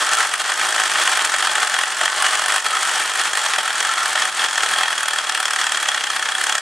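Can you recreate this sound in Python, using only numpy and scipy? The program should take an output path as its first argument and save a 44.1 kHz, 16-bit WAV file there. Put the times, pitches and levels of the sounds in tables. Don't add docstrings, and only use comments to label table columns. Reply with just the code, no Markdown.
import sys
import numpy as np
from scipy import signal
from scipy.fft import rfft, irfft, next_fast_len
from scipy.io import wavfile

SR = 44100
rng = np.random.default_rng(int(sys.argv[2]) if len(sys.argv) > 2 else 0)


def master(y):
    cut = np.clip(np.atleast_2d(y).T, -1, 1)
    pcm = np.round(cut * 32767)
    wavfile.write(sys.argv[1], SR, pcm.astype(np.int16))


N = 291493
TIME = np.arange(N) / SR
BITE_S = .006


# (first bite [s], last bite [s], count, relative knock [dB], relative crack [dB])
BITE_RUNS = [(0.027, .0274, 1, -16, -26), (0.1352, .1349, 1, -16, -21), (.207, .251, 3, -16, -25),
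             (0.3401, .3399, 1, -13.5, -20), (0.521, .5212, 1, -15, -24.5),
             (0.6154, .6337, 2, -14.5, -22.5), (0.7266, .8378, 7, -15, -22), (0.9586, .9588, 1, -13, -29),
             (1.077, 1.0769, 1, -11.5, -19), (1.1745, 1.1946, 2, -13, -21), (1.25, 1.25, 1, -15, -20),
             (1.3429, 1.3427, 1, -14, -26), (1.4266, 1.4963, 4, -13.5, -23),
             (1.5564, 1.5824, 2, -12, -20.5), (1.7428, 1.8371, 5, -13.5, -22),
             (2.0136, 2.0804, 4, -12.5, -21), (2.2256, 2.2662, 3, -13.5, -20.5),
             (2.484, 2.5823, 6, -14.5, -21), (2.6655, 2.6656, 1, -15, -20), (2.753, 2.7705, 2, -15.5, -22),
             (3.0001, 3.0005, 1, -16.5, -22), (3.3348, 3.3938, 4, -16, -20.5), (3.464, 3.4645, 1, -15, -22),
             (3.5377, 3.5866, 3, -13, -21.5), (3.6797, 3.706, 2, -14.5, -23),
             (3.8065, 3.8509, 3, -15, -20.5), (3.9822, 3.9815, 1, -16.5, -30),
             (4.1573, 4.1779, 2, -12.5, -26), (4.2222, 4.2549, 2, -13.5, -19.5),
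             (4.3958, 4.443, 3, -15, -24.5), (4.5798, 4.663, 4, -14, -22), (4.7386, 4.9304, 9, -14, -23.5),
             (4.9814, 5.1876, 9, -15.5, -21.5), (5.297, 5.7749, 19, -15, -21),
             (5.8296, 5.9472, 5, -15, -22), (5.9785, 6.4145, 15, -16, -23.5),
             (6.4405, 6.5825, 6, -14.5, -19)]

def hard_bites(force_spread_db=.5, brittle_spread_db=1.26, weak_knock_db=-2.5, weak_crack_db=-4):
    rows = []
    for first_s, last_s, count, knock_db, crack_db in BITE_RUNS:
        for k, time_s in enumerate(np.linspace(first_s, last_s, round(count))):
            force_db, brittle_db = rng.standard_normal(2) * (force_spread_db, brittle_spread_db)
            weak = k % 2
            rows.append((time_s, knock_db + force_db + weak * weak_knock_db,
                         crack_db + force_db + brittle_db + weak * weak_crack_db))
    return np.array(rows)


# (time [s], catch rate [1/s])
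CATCH_RATE = [(.8, 50), (1.4, 42), (2.5, 49), (3.2, 51.2), (3.5, 42), (4.5, 43), (6.3, 33)]

def light_bites(spread_db=1.8, jitter_s=.0012):
    firsts_s, lasts_s = np.transpose(BITE_RUNS)[:2]
    starts_s, ends_s = lasts_s[:-1], firsts_s[1:]
    rates_hz = np.interp(starts_s, *np.transpose(CATCH_RATE))
    steps = np.rint((ends_s - starts_s) * rates_hz).astype(int)
    times_s = np.concatenate([np.linspace(a, b, n + 1)[1:-1] for a, b, n in zip(starts_s, ends_s, steps)])
    late, force, brittle = rng.standard_normal((len(times_s), 3)).T
    knock_db = feed_db(times_s) - .1 + spread_db * force
    crack_db = feed_db(times_s) - 4.55 + spread_db * (force + brittle) / 2
    return np.c_[times_s + jitter_s * late, knock_db, crack_db]


# (frequency [Hz], relative level [dB])
BITE_SPECTRUM = [(50, -37), (150, -35.5), (520, -14.5), (740, -7), (980, -4), (1250, 0.5), (1850, -2),
                 (2100, -6), (3400, -4.5), (3900, -9), (8500, -8.5), (10400, -16.5), (11600, -30.5),
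                 (15500, -45)]

def bites(teeth, knock_trim_db=-.86, crack_trim_db=-2, knock_early_s=.0006, crack_early_s=.001):
    lead_s = .008
    body, chip = fitting(BITE_SPECTRUM)
    out = np.zeros(N)
    for time_s, knock_db, crack_db in teeth:
        knock_force = fracture(lead_s, rise_s=.0027, fall_s=.0046, snap=.38, spread_db=2)
        crack_force = fracture(lead_s, rise_s=.0014, fall_s=.0031, snap=.64, spread_db=7.5)
        knock = unit(signal.fftconvolve(knock_force, body))
        crack = unit(signal.fftconvolve(crack_force, chip))
        add(out, time_s - knock_early_s - lead_s, amp(knock_db + knock_trim_db) * knock)
        add(out, time_s - crack_early_s - lead_s, amp(crack_db + crack_trim_db) * crack)
    return out * np.sqrt(BITE_S * SR)


def fracture(lead_s, rise_s, fall_s, snap, spread_db):
    t = np.arange(-lead_s, 2 * lead_s, 1 / SR)
    swell = np.exp(np.where(t < 0, t / rise_s, -t / fall_s))
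    cracks, size = rng.standard_normal((2, len(t)))
    force = unit(swell * cracks * amp(spread_db * size))
    force[np.argmin(abs(t))] -= snap
    return force


# (frequency [Hz], width [Hz], boost [dB])
FITTING_MODES = [(209.6, 9.8, 10), (349, 22, 8), (412, 20, 6), (619, 69, 6), (757, 26.6, 11.5),
                 (796, 29, 5), (851.3, 12, 10), (890, 6.8, 11.5), (1070, 50, 2.5), (1323, 108, 5),
                 (1437, 35, 5), (1518, 27, 9.5), (1608, 46, 9), (1750, 65, 10), (1822, 107, 11.5),
                 (1923, 47, 7.5), (2370, 43, 2.5), (2615, 24, 4.5), (2885, 86, 5), (3178, 88, 7.5),
                 (3332, 147, 9), (4335, 66, 1)]

def fitting(spectrum, split_hz=4630, size=8192):
    hz = np.fft.rfftfreq(size, 1 / SR)
    peaks = sum(amp(db) ** 2 / (1 + (2 * (hz - mode_hz) / width_hz) ** 2)
                for mode_hz, width_hz, db in FITTING_MODES)
    gain = amp(at_hz(spectrum, hz)) * np.sqrt(1 + peaks)
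    body_share = 1 / (1 + (hz / split_hz) ** 10)
    return [minimum_phase(gain * np.sqrt(share)) for share in (body_share, 1 - body_share)]


# (frequency [Hz], width [Hz], gain when clear [dB])
SOCKET_MODES = [(2610, 35, -1), (3300, 135, -3), (4200, 70, 1), (5168, 89, 1)]
# (time [s], share [0-1])
CLEARED_SHARE = [(2.9, 0), (4.5, 1)]

def freed_ring(knocking):
    ringing = sum(amp(db) * resonate(knocking, hz, width_hz) for hz, width_hz, db in SOCKET_MODES)
    return ringing * np.interp(TIME, *np.transpose(CLEARED_SHARE))


# (time [s], relative level [dB])
FEED_LEVEL = [(0.0, -19.5), (0.24, -18.5), (0.29, -24), (0.75, -19.5), (1.81, -21.5), (1.95, -23.5),
              (2.05, -20), (2.14, -24.5), (2.17, -20.5), (2.57, -19.0), (2.62, -24), (3.01, -18.5),
              (3.04, -22.5), (3.25, -19.5), (3.31, -25.5), (3.36, -20.5), (3.59, -22.5), (4.2, -20.5),
              (4.3, -25), (4.44, -19.5), (4.47, -23), (4.68, -19), (4.94, -25.0), (5.6, -23), (6.58, -23.5),
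              (6.6, -29)]

def feed_db(time_s):
    return np.interp(time_s, *np.transpose(FEED_LEVEL))


# (frequency [Hz], relative level [dB])
SCRAPE_SPECTRUM = [(50, -45), (150, -30.5), (520, -13.5), (740, -10), (980, -3.5), (1250, 0.5),
                   (1850, -9.5), (2100, -3.5), (3400, -8.5), (3900, -6), (8500, -2), (10400, -9.5),
                   (11600, -18.5), (15500, -36.5)]

def scrape(rub_db=-2, fizz_db=-9, pressure_spread_db=2.05, grit_db=2, grain_db=5.5):
    pressure_db = pressure_spread_db * wander(rate_hz=31)
    out = np.zeros(N)
    for level_db, response in zip((rub_db, fizz_db), fitting(SCRAPE_SPECTRUM)):
        cracks, size = rng.standard_normal((2, N))
        clumps_db = pressure_db + grit_db * wander(rate_hz=960) + grain_db * size
        force = unit_rms(cracks * amp(clumps_db))
        out += ring(force * amp(feed_db(TIME) + level_db), response)
    return out


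def shavings(teeth, trim_db=-4, pitch_range_hz=(6200, 9200), width_hz=2600, zip_sigma_s=.0032):
    t = np.arange(-4 * zip_sigma_s, 4 * zip_sigma_s, 1 / SR)
    swell = np.exp(-(t / zip_sigma_s) ** 2 / 2)
    out = np.zeros(N)
    for time_s, _, crack_db in teeth:
        hz = rng.uniform(*pitch_range_hz)
        tearing = swell * rng.standard_normal(len(t))
        tear = unit(resonate(resonate(tearing, hz, width_hz), hz, width_hz))
        add(out, time_s + t[0], amp(crack_db + trim_db) * tear)
    return out * np.sqrt(BITE_S * SR)


# (start [s], end [s], pitch [Hz], level [dB])
TOOTH_DRAGS = [(0, 0.293, 1323, -26), (2.028, 2.42, 1135, -32), (2.119, 2.62, 2925, -34),
               (2.68, 2.9, 1300, -26.5), (3.721, 4.14, 1350, -28)]

def squawks(width_hz=130, stutter_db=5.5):
    stutter = amp(stutter_db * np.minimum(wander(rate_hz=41), 2))
    out = np.zeros(N)
    for start_s, end_s, hz, level_db in TOOTH_DRAGS:
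        friction = (stutter * rng.standard_normal(N))[round(start_s * SR):round(end_s * SR)]
        tone = unit_rms(resonate(resonate(friction, hz, width_hz), hz, width_hz))
        add(out, start_s, amp(level_db) * tone * signal.windows.tukey(len(tone), alpha=.21))
    return out


def spray(below_feed_db=22.5):
    ticks = np.diff(rng.standard_normal(N + 2), 2)
    _, chip = fitting(SCRAPE_SPECTRUM)
    return unit_rms(ring(ticks, chip)) * amp(feed_db(TIME) - below_feed_db)


# (frequency [Hz], t60 [s])
GARAGE_T60 = [(200, 0.17), (1500, 0.26), (12000, 0.036)]

def garage(direct):
    spectrum_hz_db = [(200, -4.5), (1500, -15), (8000, -16)]
    return ring(direct, reflections(GARAGE_T60, spectrum_hz_db, delay_s=.006))


# (frequency [Hz], level re direct sound [dB])
SCATTER_SPECTRUM = [(60, -40), (200, -18), (1300, -19), (2400, -14), (9000, -13), (14000, -3)]

def bench_scatter(direct):
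    t60_hz_s = [(200, .18), (8000, .14)]
    return ring(direct, reflections(t60_hz_s, SCATTER_SPECTRUM, delay_s=.0003))


def reflections(t60, spectrum, delay_s):
    hz, t, bands = signal.stft(rng.standard_normal(SR // 2), SR, nperseg=256)
    gain = amp(at_hz(spectrum, hz))
    bands *= amp(-60 * t / at_hz(t60, hz)[:, None])
    bands *= gain[:, None] / np.linalg.norm(bands, axis=1, keepdims=True)
    tail = unit(signal.istft(bands, SR, nperseg=256)[1]) * np.sqrt(np.mean(gain ** 2))
    return np.r_[np.zeros(round(delay_s * SR)), tail]


# (frequency [Hz], level [dB])
HUM_TONES = [(84, -79.5), (205, -66)]

def hum(pitch_spread=.03, flutter_db=3):
    out = np.zeros(N)
    for hz, level_db in HUM_TONES:
        cycles = np.cumsum(hz * (1 + pitch_spread * wander(rate_hz=9))) / SR
        flutter = amp(flutter_db * wander(rate_hz=6))
        out += amp(level_db) * unit_rms(np.sin(2 * np.pi * cycles) * flutter)
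    return out


def amp(db):
    return 10 ** (np.asarray(db) / 20)


def unit(x):
    return x / np.sqrt(np.sum(x ** 2) + 1e-20)


def unit_rms(x):
    return unit(x) * np.sqrt(len(x))


def at_hz(table, hz):
    table_hz, values = np.transpose(table)
    return np.interp(np.log(hz + 1), np.log(table_hz), values)


def add(mix, time_s, sound):
    part = mix[max(round(time_s * SR), 0):][:len(sound)]
    part += sound[:len(part)]


def ring(x, response):
    return signal.oaconvolve(x, response)[:N]


def resonate(x, hz, width_hz):
    return signal.lfilter(*signal.iirpeak(hz, hz / width_hz, SR), x)


def minimum_phase(gain):
    log_gain = np.log(gain + 1e-5)
    mirrored = np.r_[log_gain, log_gain[-2:0:-1]]
    spectrum = np.exp(np.conj(signal.hilbert(mirrored)))
    return unit(np.fft.ifft(spectrum).real[:len(mirrored) // 2])


def wander(rate_hz):
    size = next_fast_len(N, real=True)
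    hz = np.fft.rfftfreq(size, 1 / SR)
    spectrum = rfft(rng.standard_normal(size)) / (1 + (hz / rate_hz) ** 4)
    return unit_rms(irfft(spectrum, size)[:N])


def scene():
    rubbing = squawks() + scrape()
    teeth = np.vstack([hard_bites(), light_bites()])
    knocking = bites(teeth)
    direct = knocking + freed_ring(knocking) + rubbing + shavings(teeth)
    side = bench_scatter(direct) + spray()
    mid = direct + garage(direct) + hum()
    return np.array([mid + side, mid - side])


def record(dry, ceiling=.92, low_cut_hz=60, high_cut_hz=15750):
    rounded = dry / (1 + (dry / ceiling) ** 10) ** .1
    thinned = signal.sosfilt(signal.butter(2, low_cut_hz, "high", fs=SR, output="sos"), rounded)
    low_pass = signal.firwin(511, high_cut_hz, window=("kaiser", 9), fs=SR)
    return signal.oaconvolve(thinned, low_pass[None], "same")


dry = scene()
out = record(dry)
master(out)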